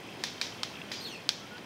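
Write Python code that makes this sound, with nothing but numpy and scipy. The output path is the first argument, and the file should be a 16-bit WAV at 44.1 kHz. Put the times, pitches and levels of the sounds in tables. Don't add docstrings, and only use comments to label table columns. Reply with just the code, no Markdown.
import sys
import numpy as np
from scipy import signal
from scipy.fft import rfft, irfft
from scipy.io import wavfile
from scipy.ndimage import uniform_filter1d

SR = 44100
rng = np.random.default_rng(int(sys.argv[2]) if len(sys.argv) > 2 else 0)


def gain_from_db(level_db):
    decades = np.asarray(level_db, float) / 20
    return 10 ** decades


def persist_wave(psi):
    counts = np.round(np.clip(psi, -1, 1) * 32767).astype(np.int16)
    wavfile.write(sys.argv[1], SR, np.atleast_2d(counts).T)


N = 72765

SNAP_TIMES = [
    .2385,
    .4142,
    .6328,
    .9157,
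    .9182,
    1.2911,
]
# (crack level [dB], ring pitch [Hz], ring t60 [s], scatter level [dB])
SNAPS = [
    (-9, 4370, 0.0014, -35.5),
    (-12.5, 4150, 0.0032, -34.5),
    (-12.5, 4470, 0.002, -41),
    (-30, 2600, .003, -38.5),
    (-29.5, 4770, 0.018, -40.5),
    (-5.5, 4650, 0.0033, -36.5),
]
# (low pitch [Hz], level [dB], mid pitch [Hz], level [dB])
GROUND = [(1110, -21, 1810, -13), (1740, -9, 2370, -8), (1260, -10.5, 3240, -5), (1700, 3, 2000, 4),
          (2200, -2, 3300, -3), (1620, -17.5, 3320, -7.5)]
# (time [s], level [dB], pitch [Hz])
TRUNKS = [(.4170, -21, 4700), (.4190, -22, 4900), (.2425, -28, 4700), (.6347, -26, 3300),
          (1.2972, -30, 5100)]
# (frequency [Hz], level per Hz [dB])
SCATTER_COLOUR = [(900, -27), (1600, -5), (2200, 0.5), (3200, 1), (4800, 5), (8000, -34.5), (12000, -5),
                  (16000, -40)]
# (frequency [Hz], t60 [s])
SCATTER_T60 = [(1000, 0.11), (3000, 0.36), (5000, 0.5), (9000, 0.24), (14000, 0.26)]
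# (time [s], pitch [Hz], level [dB])
WHISTLE = [(.985, 2950, -60), (1.0, 3500, -58), (1.011, 4130, -43), (1.027, 4385, -48), (1.044, 4330, -45),
           (1.068, 3600, -44), (1.098, 3080, -45), (1.128, 2790, -44), (1.172, 2420, -52)]
# (time [s], pitch [Hz], level [dB])
HELD_NOTE = [(1.035, 4370, -62), (1.05, 4360, -46), (1.085, 4365, -45), (1.105, 4350, -53),
             (1.15, 4350, -55), (1.24, 4350, -66)]
# (time [s], pitch [Hz], level [dB])
THIN_NOTE = [(.94, 4900, -54), (.96, 4880, -49), (.982, 4830, -46), (1.0, 4800, -51), (1.015, 4770, -62)]
WHISTLE_PARTIALS = [0, -14, -17, -22]
HELD_PARTIALS = [0, -24, -27, -40]
# (frequency [Hz], level [dB])
THROAT = [(2500, 0), (6200, 2), (7800, -3), (8750, 0), (9300, -14), (11500, -12), (13000, 3), (15500, -1)]
# (time [s], length [s], start pitch [Hz], end pitch [Hz], level [dB])
PIPES = [
    (1.405, .062, 1320, 1332, -55),
    (1.503, .075, 1430, 1478, -50),
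    (1.405, .018, 2030, 2030, -58),
]
# (time [s], peak level [dB], pitch [Hz])
FAR_SNAPS = [(0.054, -42.5, 3130), (.088, -40.5, 2580), (0.125, -38.5, 2630), (.170, -39.5, 2650),
             (.380, -38, 3080), (.523, -36.5, 3100), (0.547, -39, 2620), (.591, -52, 2200),
             (0.608, -45, 2600), (.7395, -40, 2650), (0.7548, -34, 2840), (.7700, -37.5, 2610),
             (.7865, -45, 2650), (.8020, -42, 2570), (0.816, -30.5, 2750), (0.886, -43, 3050),
             (1.475, -48, 2600)]
# (time [s], peak level [dB])
TWIGS = [(1.146, -31), (1.565, -35), (1.5800, -26)]
# (frequency [Hz], level per Hz [dB])
HUM = [(30, -31), (60, -21.5), (125, -3), (200, -3), (400, -5.5), (800, -9), (1500, -15), (2300, -10.5)]
# (frequency [Hz], level per Hz [dB])
AIR = [(2300, -14), (3500, -19.5), (5000, -22), (6500, -30), (9000, -30.5), (12500, -36.5), (15500, -39)]
# (time [s], level [dB])
FOREST_SWELL = [(0, -46), (.5, -45), (1.0, -45), (1.3, -47.5), (1.65, -46.5)]
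# (centre [Hz], width [Hz], level [dB], throb rate [1/s])
INSECTS = [(3080, 340, -55.5, 75), (2650, 360, -67.5, 6.7), (5020, 130, -66, 90)]
# (centre [Hz], width [Hz])
NOTCHES = [(2890, 170), (7846, 70), (11740, 700)]

GROUND_LAG_S, GROUND_T60_S, LOW_CUT_HZ = .0004, .009, 780
EDGE_HZ, EDGE_T60_S, EDGE_DB = 9500, .0012, -17
AIRY_HZ, AIRY_T60_S, AIRY_DB = 13000, .0044, -34
STEMS_PER_S, STEM_DB, STEM_T60_S, STEM_SPREAD_DB = 2900, -19.5, .031, 4
STEM_RING_HZ, STEM_RING_T60_S = 5460, .0034
SCATTER_RISE_S, TRUNK_T60_S = .001, .005
WOBBLE_DB, WOBBLE_PITCH = 2.5, .004
RASP, RASP_PER_S = .4, 700
CALL_ECHO_DB, CALL_T60_S = -1, .28
FAR_T60_S, FAR_DB, FAR_ECHO_S, FAR_ECHO_DB = .016, 4.5, .0026, -13
TWIG_T60_S, TWIG_DB = .03, -8
RUSTLE_S, RUSTLE_LENGTH_S, RUSTLE_DB = .185, .12, -58
PATCHY_DB, THROB_DB = .7, 2.5
TICK_S, TICKS_PER_S, TICK_HZ, TICK_T60_S, TICK_DB = .0022, 29.97, 12500, .008, -88
TOP_HZ, TOP_LEAK_DB = 15750, -12


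def rms_one(x):
    return x / np.sqrt(np.mean(x ** 2) + 1e-20)


def at_hz(points, hz):
    table_hz, values = np.transpose(points)
    return np.interp(np.log(hz), np.log(table_hz), values)


def drift(rate):
    r = np.exp(-2 * np.pi * rate / SR)
    noise = rng.standard_normal(N + SR)
    return rms_one(signal.lfilter([1], [1, -2 * r, r * r], noise)[SR:])


def ring(clicks, hz, t60):
    r = gain_from_db(-60 / (t60 * SR))
    w = 2 * np.pi * hz / SR
    return signal.lfilter([0, np.sin(w)], [1, -2 * r * np.cos(w), r * r], clicks + 1e-18)


def bands(length, low_hz):
    edges = low_hz * 2 ** np.arange(0, np.log2(16500 / low_hz) + .5, .5)
    edges = np.minimum(edges, .45 * SR)
    white = rng.standard_normal((2, length + 4000))
    split = []
    for k, (a, b) in enumerate(zip(edges, edges[1:])):
        sos = signal.butter(2, [a, b], "band", fs=SR, output="sos")
        split.append((np.sqrt(a * b), signal.sosfilt(sos, white[k % 2])[-length:]))
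    return split


def add(out, s, sound):
    i = int(s * SR)
    out[i:i + len(sound)] += sound[:N - i]


def wing_crack(t, db, hz, t60, low_hz, low_db, mid_hz, mid_db):
    chance = rng.random((4, len(t)))
    size = gain_from_db(STEM_DB - 60 * t / STEM_T60_S - STEM_SPREAD_DB * np.log(chance[1] + .05))
    hit = chance[0] < STEMS_PER_S / SR
    echoes = size * hit * np.sign(chance[2] - .5) * (t > .001)
    kind = (chance[3] * 4).astype(int)
    click = 1. * (t == 0)
    late = np.roll(click, int(GROUND_LAG_S * SR))
    wing = ring(click + echoes * (kind == 0), hz, t60)
    stems = ring(echoes * (kind == 1), STEM_RING_HZ, STEM_RING_T60_S)
    low = gain_from_db(low_db) * ring(click + 2 * echoes * (kind == 2), low_hz, GROUND_T60_S)
    mid = gain_from_db(mid_db) * ring(late + 2 * echoes * (kind == 3), mid_hz, GROUND_T60_S)
    edge = gain_from_db(EDGE_DB) * ring(click + echoes * (kind < 2), EDGE_HZ, EDGE_T60_S)
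    airy = gain_from_db(AIRY_DB) * ring(click, AIRY_HZ, AIRY_T60_S)
    return gain_from_db(db) * (wing + stems + low + mid - edge + airy)


def foliage_scatter(t, db):
    level, tail = 0, 0
    for hz, noise in bands(len(t), low_hz=760):
        colour_db = at_hz(SCATTER_COLOUR, hz)
        level = level + gain_from_db(colour_db) * noise
        tail = tail + gain_from_db(colour_db - 60 * t / at_hz(SCATTER_T60, hz)) * noise
    return gain_from_db(db) * tail / np.std(level) * (1 - np.exp(-t / SCATTER_RISE_S))


def snaps():
    out, t = np.zeros(N), np.arange(SR // 2) / SR
    for s, (db, hz, t60, scatter_db), ground in zip(SNAP_TIMES, SNAPS, GROUND):
        crack = wing_crack(t, db, hz, t60, *ground)
        add(out, s, foliage_scatter(t, scatter_db) - crack)
    for s, db, hz in TRUNKS:
        add(out, s, gain_from_db(db) * ring(1. * (t == 0), hz, TRUNK_T60_S))
    return signal.sosfilt(signal.butter(3, LOW_CUT_HZ, "high", fs=SR, output="sos"), out + 1e-18)


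def voice(rows, partials_db):
    s, hz, db = np.transpose(rows)
    t = np.arange(N) / SR
    hz = uniform_filter1d(np.interp(t, s, hz), size=200) * (1 + WOBBLE_PITCH * drift(106))
    phase = 2 * np.pi * np.cumsum(hz) / SR
    tone = np.zeros(N)
    for k, partial_db in enumerate(partials_db):
        level = gain_from_db(partial_db + at_hz(THROAT, (k + 1) * hz) + WOBBLE_DB * drift(71))
        rasp = 1 + k ** .5 * RASP * drift(RASP_PER_S)
        tone += level * rasp * np.sin((k + 1) * phase)
    return tone * gain_from_db(np.interp(t, s, db)) * (t > s[0]) * (t < s[-1])


def whistles():
    call = voice(WHISTLE, WHISTLE_PARTIALS) + voice(HELD_NOTE, HELD_PARTIALS) + voice(THIN_NOTE, HELD_PARTIALS)
    t = np.arange(SR // 2) / SR
    trees = rng.standard_normal(len(t)) * gain_from_db(-60 * t / CALL_T60_S) * (t > .004)
    trees /= np.sqrt(np.sum(trees ** 2))
    return call + gain_from_db(CALL_ECHO_DB) * signal.fftconvolve(call, trees)[:N]


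def far_birds():
    out = np.zeros(N)
    for s, length, start_hz, end_hz, db in PIPES:
        hz = np.linspace(start_hz, end_hz, int(length * SR))
        tone = np.sin(2 * np.pi * np.cumsum(hz) / SR)
        add(out, s, gain_from_db(db + 3) * tone * signal.windows.tukey(len(hz), .25))
    for s, db, hz in FAR_SNAPS:
        clicks = np.zeros(SR // 10)
        clicks[:40] = np.hanning(40) * np.sin(2 * np.pi * hz * np.arange(40) / SR) / 10
        lag = int(FAR_ECHO_S * SR * rng.uniform(.587, 1.3))
        clicks += gain_from_db(FAR_ECHO_DB) * np.roll(clicks, lag)
        snap = .7 * ring(clicks, hz, FAR_T60_S) + .4 * ring(clicks, 1.2 * hz, FAR_T60_S)
        add(out, s, gain_from_db(db + FAR_DB) * snap)
    return out


def litter():
    out, t = np.zeros(N), np.arange(SR // 10) / SR
    sos = signal.butter(4, [700, 5000], "band", fs=SR, output="sos")
    for s, db in TWIGS:
        tick = signal.sosfilt(sos, rng.standard_normal(len(t)))
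        add(out, s, gain_from_db(db + TWIG_DB - 60 * t / TWIG_T60_S) * tick)
    sos = signal.butter(2, [3300, 6000], "band", fs=SR, output="sos")
    rustle = rms_one(signal.sosfilt(sos, rng.standard_normal(len(t))))
    add(out, RUSTLE_S, gain_from_db(RUSTLE_DB) * rustle * (t < RUSTLE_LENGTH_S))
    return out


def forest():
    colour = HUM + AIR[1:]
    bed = np.zeros(N)
    for hz, noise in bands(N, low_hz=24):
        bed += gain_from_db(at_hz(colour, hz) + PATCHY_DB * drift(8)) * noise
    out = rms_one(bed) * gain_from_db(np.interp(np.arange(N) / SR, *np.transpose(FOREST_SWELL)))
    for hz, width, db, rate in INSECTS:
        once = ring(rng.standard_normal(N), hz, 1.2 / width)
        shimmer = rms_one(ring(once, hz, 1.2 / width))
        out += gain_from_db(db + THROB_DB * drift(rate)) * shimmer
    return out


def camera():
    since = (np.arange(N) / SR - TICK_S) % (1 / TICKS_PER_S)
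    puff = np.sin(2 * np.pi * TICK_HZ * since) + 1.3 * rng.standard_normal(N)
    return gain_from_db(TICK_DB) * ring((since < .003) * puff, TICK_HZ, TICK_T60_S)


def scene():
    return (snaps() + whistles() + far_birds() + litter() + forest() + camera())[None]


def roll_off(x):
    return signal.sosfilt(signal.butter(12, 16680, fs=SR, output="sos"), x)


def record(dry):
    x = dry
    for hz, width in NOTCHES:
        x = signal.lfilter(*signal.iirnotch(hz, hz / width, SR), x)
    f = np.fft.rfftfreq(N, 1 / SR)
    mix = irfft(rfft(x) * np.where(f < TOP_HZ, 1, gain_from_db(TOP_LEAK_DB)), N)
    return roll_off(mix)


dry = scene()
out = record(dry)
persist_wave(out)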